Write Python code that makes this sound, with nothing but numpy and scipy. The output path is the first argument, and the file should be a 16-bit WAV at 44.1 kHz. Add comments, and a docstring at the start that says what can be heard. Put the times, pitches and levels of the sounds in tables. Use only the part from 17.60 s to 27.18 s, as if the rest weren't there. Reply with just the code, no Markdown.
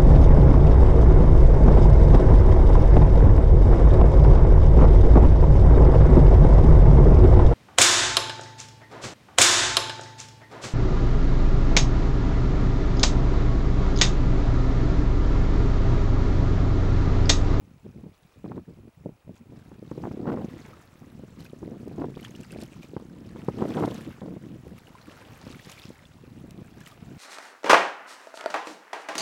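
"""On a windy shore, small waves wash against a shelf of sea ice. They gurgle and fizz because
they are full of tiny ringing bubbles, and they throw drops that plop and spray that ticks.
Gusts rumble on the microphone, with a sharp thump whenever an eddy (a swirl of air) hits it.
Behind it all lie a steady hush, a few hollow tones and a faint electronic whine."""
import sys
import numpy as np
from scipy import signal
from scipy.io import wavfile
from scipy.ndimage import uniform_filter1d

SR = 44100
rng = np.random.default_rng(int(sys.argv[2]) if len(sys.argv) > 2 else 0)


def bounce(signal):
    """Save signal as a 16-bit WAV file at the path given by the first command-line argument."""
    frames = np.transpose(np.atleast_2d(signal))
    limited = np.clip(frames, -1, 1)
    pcm = np.round(limited * 32767).astype(np.int16)
    wavfile.write(sys.argv[1], SR, pcm)


N = 422478
TIME = np.arange(N) / SR
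CLOCK = np.arange(0, N / SR, .001)   # one step per millisecond, for loudness curves

# The tone of the steady background hush, with a faint narrow hiss near 2450 Hz.
# Each row: pitch in Hz, relative level in dB.
BACKGROUND_COLOUR = [(30, -0.5), (200, 1), (600, 5.5), (1100, 1.5), (1800, -10.5), (2450, -5), (3500, -13),
                     (6000, -15), (10000, -15.5), (16000, -20)]
# Faint hollow tones. Each row: start and end in seconds, pitch in Hz, width in Hz, level in dB.
HOLLOW_TONES = [(0, 1.9, 2430, 250, -79), (8.9, 9.58, 2420, 200, -72), (8.85, 9.58, 680, 50, -65.5)]
# The electronic whine. Each row: pitch in Hz, level in dB.
WHINE_TONES = [(15650, -87), (15692, -96)]
# The basic tone of the wind. Each row: pitch in Hz, relative level in dB.
WIND_COLOUR = [(25, -39), (60, -10), (120, -1.5), (230, 0.5), (330, -4), (500, -10.5), (1000, -17),
               (2000, -28), (4000, -74)]
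# The breeze under the gusts. Each row: time in seconds, strength in dB.
BREEZE = [(0, -65), (1.6, -77), (1.8, -57.5), (2.15, -49), (2.75, -37), (3.28, -57.5), (3.6, -49.5),
          (3.95, -50.5), (4.4, -41.5), (5.12, -51.5), (5.8, -42.5), (6.3, -34.5), (6.55, -51), (7.0, -47),
          (7.22, -55.5), (8.45, -55.5), (8.8, -44.5), (9.35, -56.5)]
# Gusts of wind. Each row: start in seconds, time held in seconds, strength in dB.
GUSTS = [(0.025, 0.14, -53), (0.24, 0.058, -43), (0.362, 0.12, -43.5), (0.635, 0.028, -57.5),
         (0.77, 0.022, -49.5), (0.859, 0.13, -38), (1.082, 0.038, -43.5), (1.172, .11, -49),
         (1.383, .14, -51), (1.667, 0.058, -46.5), (1.812, 0.019, -48), (1.895, 0.087, -46),
         (2.407, .12, -36.5), (2.603, .22, -36.5), (2.677, 0.064, -29), (2.933, 0.026, -44),
         (3.42, 0.0346, -46), (3.54, 0.072, -47.5), (3.79, 0.026, -41.5), (4.023, .12, -39.5),
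         (4.194, 0.148, -44.5), (4.387, 0.0675, -33), (4.776, 0.0367, -42), (4.938, 0.1084, -40.5),
         (5.155, 0.048, -44.5), (5.99, .11, -30.5), (6.164, .1, -27), (6.467, 0.031, -37),
         (6.635, 0.13, -38.5), (6.838, 0.11, -42), (7.068, 0.083, -44), (7.286, .03, -52),
         (7.469, 0.022, -48), (7.709, 0.018, -44), (7.846, 0.127, -46), (8.255, 0.036, -46.5),
         (8.991, 0.028, -41.5), (9.162, 0.0535, -49), (9.42, 0.15, -44.5)]
# Strong eddies. Each row: time in seconds, thump strength in dB, snap strength in dB.
STRONG_EDDIES = [(0.844, -26, -37.5), (0.918, -33, -25), (0.979, -26.5, -35), (1.4607, -21.5, -43),
                 (1.493, -29.5, -49), (1.695, -30.5, -54), (2.1174, -35, -40), (2.2276, -27.5, -49),
                 (2.3155, -21, -31), (2.379, -21.5, -38.5), (2.438, -35, -25.5), (2.4535, -25.5, -23.5),
                 (2.656, -26, -25.5), (2.689, -28, -24.5), (2.7732, -24, -26), (2.846, -17.5, -47),
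                 (3.596, -31.5, -46), (3.6373, -28.5, -50), (3.9341, -26.5, -54), (4.03, -26.5, -34.5),
                 (4.277, -24, -40), (4.3924, -29, -37), (4.419, -23, -26), (4.444, -28, -27.5),
                 (4.486, -24.5, -49), (4.572, -27, -33), (5.3362, -27, -47), (5.3665, -19.5, -25.5),
                 (5.399, -37.5, -37.5), (5.424, -32.5, -48), (5.7604, -32.5, -34), (5.8857, -12, -18),
                 (6.0224, -13, -19.5), (6.2247, -19, -19), (6.2379, -24, -15.5), (6.618, -30, -31),
                 (7.8687, -32, -43), (8.072, -35, -48.5), (8.3055, -29.5, -44)]
# Drops falling into water. Each row: time in seconds, strength in dB, starting pitch in Hz.
DROPS = [(1.7692, -58, 2540), (3.133, -44, 1248), (3.8634, -45, 2470), (4.5532, -48, 3340),
         (4.6278, -44, 2940), (4.64, -54, 6160), (4.649, -35, 3250), (4.6483, -42, 1750),
         (4.7078, -45, 6400), (4.76, -47, 5370), (4.751, -42.5, 2830), (4.8326, -46, 2690),
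         (4.834, -46, 7470), (4.907, -42.5, 2590), (5.231, -43, 2370), (7.183, -47.5, 2370),
         (7.2709, -45.5, 2830), (7.352, -42, 1005), (8.1807, -41.5, 2224), (8.454, -46.5, 3400),
         (9.2129, -44.5, 1670), (9.321, -45.5, 1180)]
# Spray landing on the ice. Each row: time in seconds, peak level in dB.
SPRAY_TICKS = [(3.8087, -45), (4.281, -45), (4.811, -40), (4.92, -35.5), (5.014, -37), (5.036, -35.5),
               (6.2592, -37.5), (6.3442, -37.5), (8.1185, -35), (8.2927, -39), (8.9085, -38.5),
               (9.206, -42), (9.275, -38)]
# The basic tone of the wash (bubbles and foam). Each row: pitch in Hz, relative level in dB.
WASH_COLOUR = [(300, 10), (700, 4), (1300, 3.5), (2300, 4), (3300, 1), (5000, -2), (7500, -3.5),
               (10000, -11), (13000, -3.5), (16000, -40)]
# Ripples lapping between the waves. Each row: time in seconds, wash strength in dB.
RIPPLES = [(0, -77.5), (1.6, -81), (2.4, -74), (3.5, -69), (5.5, -73.5), (7.0, -68), (8.7, -69.5),
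           (9.58, -66.5)]
# Crests slapping the ice. Each row: start in seconds, time held in seconds, wash strength in dB.
SPLASHES = [(1.747, .04, -69.5), (2.697, .015, -66), (3.795, 0.076, -60), (4.58, .1, -59),
            (4.811, .025, -62.5), (4.912, 0.0173, -57), (5.001, 0.029, -58.5), (5.125, .01, -60.5),
            (5.222, 0.014, -56), (7.16, .03, -62.5), (7.895, 0.019, -56.5), (8.099, 0.027, -55.5),
            (9.259, 0.047, -55.5)]
# Waves running up the ice and draining. Each row: crest start and length in seconds, wash strength
# in dB, seconds to rise 20 dB, seconds to fall 20 dB, churn (boost for big, low bubbles) in dB.
WAVES = [(0.7, 0.15, -74, 1.5, 1, 0), (1.963, 0.13, -70.5, 0.18, 1, 5), (2.376, 0.15, -65, .2, .2, -3),
         (2.894, 0.21, -61.5, 0.42, 0.35, 7), (4.26, 0.1, -69, 0.87, 3, 1.5),
         (4.751, 0.38, -64, .5, 0.5, 1), (6.153, 0.23, -54.5, 0.72, 0.3523, 4.5),
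         (7.52, 0.232, -64, 0.54, 0.57, 9), (8.05, 0.18, -56, 1, 0.3, -1.5),
         (9.224, 0.123, -69.5, .2, .4, 1.5)]


def from_db(db):
    """Turns decibels into a number to multiply a sound by."""
    return 10 ** (np.asarray(db) / 20)


def power_of(db):
    """Turns decibels into power, which can be added up."""
    return 10 ** (np.maximum(db, -200) / 10)


def rms_one(x):
    """Scales a sound to an average (RMS) level of 1."""
    return x / np.sqrt(np.mean(x ** 2) + 1e-20)


def evened(x, span_s):
    """Holds the slow level at 1 and keeps the fast grain."""
    return x / np.sqrt(np.abs(uniform_filter1d(x ** 2, int(span_s * SR))) + 1e-20)


def on_clock(rows):
    """Joins (time, value) points into a curve on CLOCK."""
    return np.interp(CLOCK, *np.transpose(rows))


def per_sample(curve):
    """Fills in a CLOCK curve at every sample."""
    return np.interp(TIME, CLOCK, curve)


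def at_hz(colour, hz):
    """Reads a colour table's level at one pitch."""
    pitches, levels_db = np.transpose(colour)
    return np.interp(np.log(hz), np.log(pitches), levels_db)


def swell(start, hold_s, rise_s, fall_s):
    """A curve in dB that rises to 0, holds and falls; rise and fall times are per 20 dB."""
    before, after = np.maximum(start - CLOCK, 0), np.maximum(CLOCK - start - hold_s, 0)
    return -20 * (before / rise_s + after / fall_s)


def filtered(x, hz, kind, order=2):
    """Keeps the pitches below hz ("low") or between two edges ("band")."""
    sections = signal.butter(order, np.clip(hz, 10, .45 * SR), kind, fs=SR, output="sos")
    return signal.sosfilt(sections, x + 1e-18)


def drift(rate):
    """A smooth random wobble of size about 1 that changes about rate times a second."""
    r = np.exp(-40 * np.pi * rate / SR)
    slow = signal.lfilter([1], [1, -2 * r, r * r], rng.standard_normal(N // 20 + 2002))[2000:]
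    return np.interp(np.arange(N) / 20, np.arange(len(slow)), rms_one(slow))


def noise_bands(count):
    """Half-octave slices of noise from 22 Hz upward, each with its centre pitch."""
    white = rng.standard_normal((2, N))
    for k in range(count):
        low, high = 22 * 2 ** (k / 2), 22 * 2 ** ((k + 1) / 2)
        yield np.sqrt(low * high), filtered(white[k % 2], [low, high], "band")


def add(track, s, sound):
    """Mixes a short sound into a track at s seconds."""
    start = int(np.clip(s * SR, 0, N - 1))
    track[start:start + len(sound)] += sound[:N - start]


def background_hush(level_db=-68):
    """Steady noise makes an even hush, with a faint narrow hiss near 2450 Hz."""
    hush = sum(band * from_db(at_hz(BACKGROUND_COLOUR, hz)) for hz, band in noise_bands(count=19))
    return from_db(level_db) * rms_one(hush)


def hollow_tones(fade_s=0.1):
    """Narrow bands of noise sound hollow as they come and go."""
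    out = np.zeros(N)
    for start, end, hz, width, db in HOLLOW_TONES:
        tone = filtered(rng.standard_normal(N), [hz - width / 2, hz + width / 2], "band", order=1)
        fade = np.clip(1 + np.minimum(TIME - start, end - TIME) / fade_s, 0, 1)
        out += from_db(db) * rms_one(tone) * fade
    return out


def whine():
    """Two steady, very high tones make a thin electronic whine."""
    return sum(np.sqrt(2) * from_db(db) * np.sin(2 * np.pi * hz * TIME) for hz, db in WHINE_TONES)


def wind_strength(rise_s=0.013, fall_s=0.03):
    """Gusts add to the breeze, giving the wind's strength in dB."""
    power = power_of(on_clock(BREEZE))
    for start, hold_s, db in GUSTS:
        edge_s = 0.205 * hold_s   # longer gusts have softer edges
        power += power_of(db + swell(start, hold_s, rise_s + edge_s, fall_s + edge_s))
    return per_sample(10 * np.log10(power))


def wind_rumble(wind_db, bass_loss=0.32, gain_db=0.73):
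    """Air tumbles past the microphone; faster air is louder, and its smaller eddies sound higher."""
    flutter_db = 4 * np.clip(drift(55), -2, 2)
    speed_db = wind_db + flutter_db + 39
    corner_hz = 470 * from_db(0.58 * speed_db)   # pitches above this fade away
    rumble = 0
    for hz, band in noise_bands(count=15):
        bass_octaves = np.clip(np.log2(300 / hz), 0, 2.5)
        colour = from_db(at_hz(WIND_COLOUR, hz) - bass_loss * bass_octaves * np.maximum(speed_db, -6))
        rumble += band * colour / (1 + (hz / corner_hz) ** 4.6)
    return from_db(wind_db + gain_db) * evened(rumble * from_db(flutter_db), span_s=.045)


def small_eddies(wind_db, per_s=11, above_wind_db=5.5, spread_db=2):
    """Small eddies come at random, a little above the wind's strength; rows as in STRONG_EDDIES."""
    scatter_db = spread_db * rng.standard_normal((int(per_s * N / SR), 2))
    times = np.sort(rng.random(len(scatter_db))) * N / SR
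    thump_db = np.interp(times, TIME, wind_db) + above_wind_db + scatter_db[:, 0]
    snap_db = thump_db - 22 + scatter_db[:, 1]
    return np.column_stack([times, thump_db, snap_db])


def eddy_thumps(wind_db, wake_s=0.0072, thump_gain_db=-1, snap_gain_db=-3):
    """An eddy hits the microphone with a jolt and a ragged wake: a dull thump and a brighter snap."""
    out, t = np.zeros(N), TIME[:SR // 20]
    for s, thump_db, snap_db in np.vstack([STRONG_EDDIES, small_eddies(wind_db)]):
        push = 0.0962 * rng.standard_normal(len(t)) * np.exp(-t / wake_s)
        push[0] += 2   # the jolt
        thump = filtered(filtered(push, [115, 430], "band"), 612, "low", order=4)
        snap = filtered(filtered(push, [550, 1100], "band"), 2140, "low", order=4)
        add(out, s - .002, thump / np.abs(thump).max() * from_db(thump_db + thump_gain_db))
        add(out, s, snap / np.abs(snap).max() * from_db(snap_db + snap_gain_db))
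    return out


def spray_ticks(decay_s=0.00098):
    """Spray that lands on hard ice makes only a short, bright tick."""
    out, t = np.zeros(N), TIME[:SR // 10]
    for s, peak_db in SPRAY_TICKS:
        tick = filtered(rng.standard_normal(len(t)) * np.exp(-t / decay_s), [2500, 11000], "band")
        add(out, s, from_db(peak_db) * tick / np.abs(tick).max())
    return out


def bubble(hz, cycles=50, rise=0.15):
    """A bubble rings, fades and rises in pitch as it nears the surface."""
    life = np.arange(int(cycles / hz * SR) + 2) * hz / (cycles * SR)   # runs from 0 to 1
    return np.sin(2 * np.pi * cycles * life * (1 + rise * life / 2)) * from_db(-60 * life)


def drops(bubble_gain_db=2, splash_gain_db=-15, splash_s=0.0047):
    """A falling drop splashes and traps a ringing bubble."""
    out, t = np.zeros(N), TIME[:SR // 10]
    for s, db, hz in DROPS:
        splash = filtered(rng.standard_normal(len(t)), [hz / 2, hz * 2], "band", order=1)
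        add(out, s, from_db(db + splash_gain_db) * rms_one(splash) * np.exp(-t / splash_s))
        add(out, s, from_db(db + bubble_gain_db) * bubble(hz))
    return out


def bubble_cloud(per_s=1900, spread_db=5.5, cycles=23, low_hz=456, high_hz=11470, count=30):
    """Bubbles burst in clumps and each size rings at its own pitch; gives one track per pitch."""
    bursts = np.flatnonzero(rng.random(N) < per_s * from_db(4 * drift(25)) / SR)
    kicks = from_db(spread_db * np.minimum(rng.exponential(1, len(bursts)), 4))
    kicks *= rng.choice([-1, 1], len(bursts))
    size_group = rng.integers(0, count, len(bursts))
    for k, hz in enumerate(np.geomspace(low_hz, high_hz, count)):
        clicks = np.zeros(N)
        clicks[bursts[size_group == k]] = kicks[size_group == k]
        decay = np.exp(-np.log(1000) * hz / (cycles * SR))   # 60 dB quieter after that many cycles
        feedback = [1, -2 * decay * np.cos(2 * np.pi * hz / SR), decay ** 2]
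        ringing = signal.lfilter([1, 0, -1], feedback, clicks + 1e-18)
        yield hz, rms_one(ringing) * np.sqrt(hz)


def water_motions():
    """Ripples, waves and splashes. Each gives: wash curve, churn and spray in dB, share of bubbles."""
    yield on_clock(RIPPLES), 6, -1, 0.47
    for start, hold_s, db, rise_s, fall_s, churn_db in WAVES:
        yield db + swell(start, hold_s, rise_s, fall_s), churn_db, -4.5, 0.56
    for start, hold_s, db in SPLASHES:
        yield db + swell(start, hold_s, rise_s=.015, fall_s=.045), -1.5, -3, 0.83


def water_state():
    """The water's motions add up, and the strongest one shapes the tone most."""
    wash = churn = spray = bubbly = 0
    for db, churn_db, spray_db, share in water_motions():
        power = power_of(db)
        wash += power
        churn += power * power_of(churn_db)
        spray += power * power_of(spray_db)
        bubbly += power * share
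    return *(10 * np.log10([wash, churn / wash, spray / wash])), bubbly / wash


def waves(patchy_db=2.5):
    """Bubbles and smooth foam swell together; churn sets the low pitches and spray the high ones."""
    wash_db, churn_db, spray_db, bubble_share = map(per_sample, water_state())
    bubbles = list(bubble_cloud())
    foam = [(hz, band * from_db(patchy_db * drift(29))) for hz, band in noise_bands(19) if hz > 250]
    out = 0
    for bands, share in (bubbles, bubble_share), (foam, 1 - bubble_share):
        steady, swelling = 0, 0
        for hz, band in bands:
            band = band * from_db(at_hz(WASH_COLOUR, hz))
            high = np.clip(np.log2(hz / 3800), 0, 1)
            low = np.clip(np.log2(2600 / hz), 0, 1)
            steady += band
            swelling += band * from_db(wash_db + high * spray_db + low * churn_db)
        middle_level = np.std(filtered(steady, [2200, 5000], "band"))   # wash_db refers to this range
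        out += np.sqrt(share) * swelling / middle_level
    return out


def scene():
    """Wind at the microphone, water a few steps away, open air without echo."""
    wind_db = wind_strength()
    wind = wind_rumble(wind_db) + eddy_thumps(wind_db)
    water = waves() + drops() + spray_ticks()
    background = background_hush() + hollow_tones() + whine()
    return (background + wind + water)[None]


def record(dry):
    """Cuts the very highest treble steeply, above 15900 Hz."""
    return signal.sosfilt(signal.ellip(12, .1, 70, 15900, fs=SR, output="sos"), dry)


dry = scene()
out = record(dry)
bounce(out)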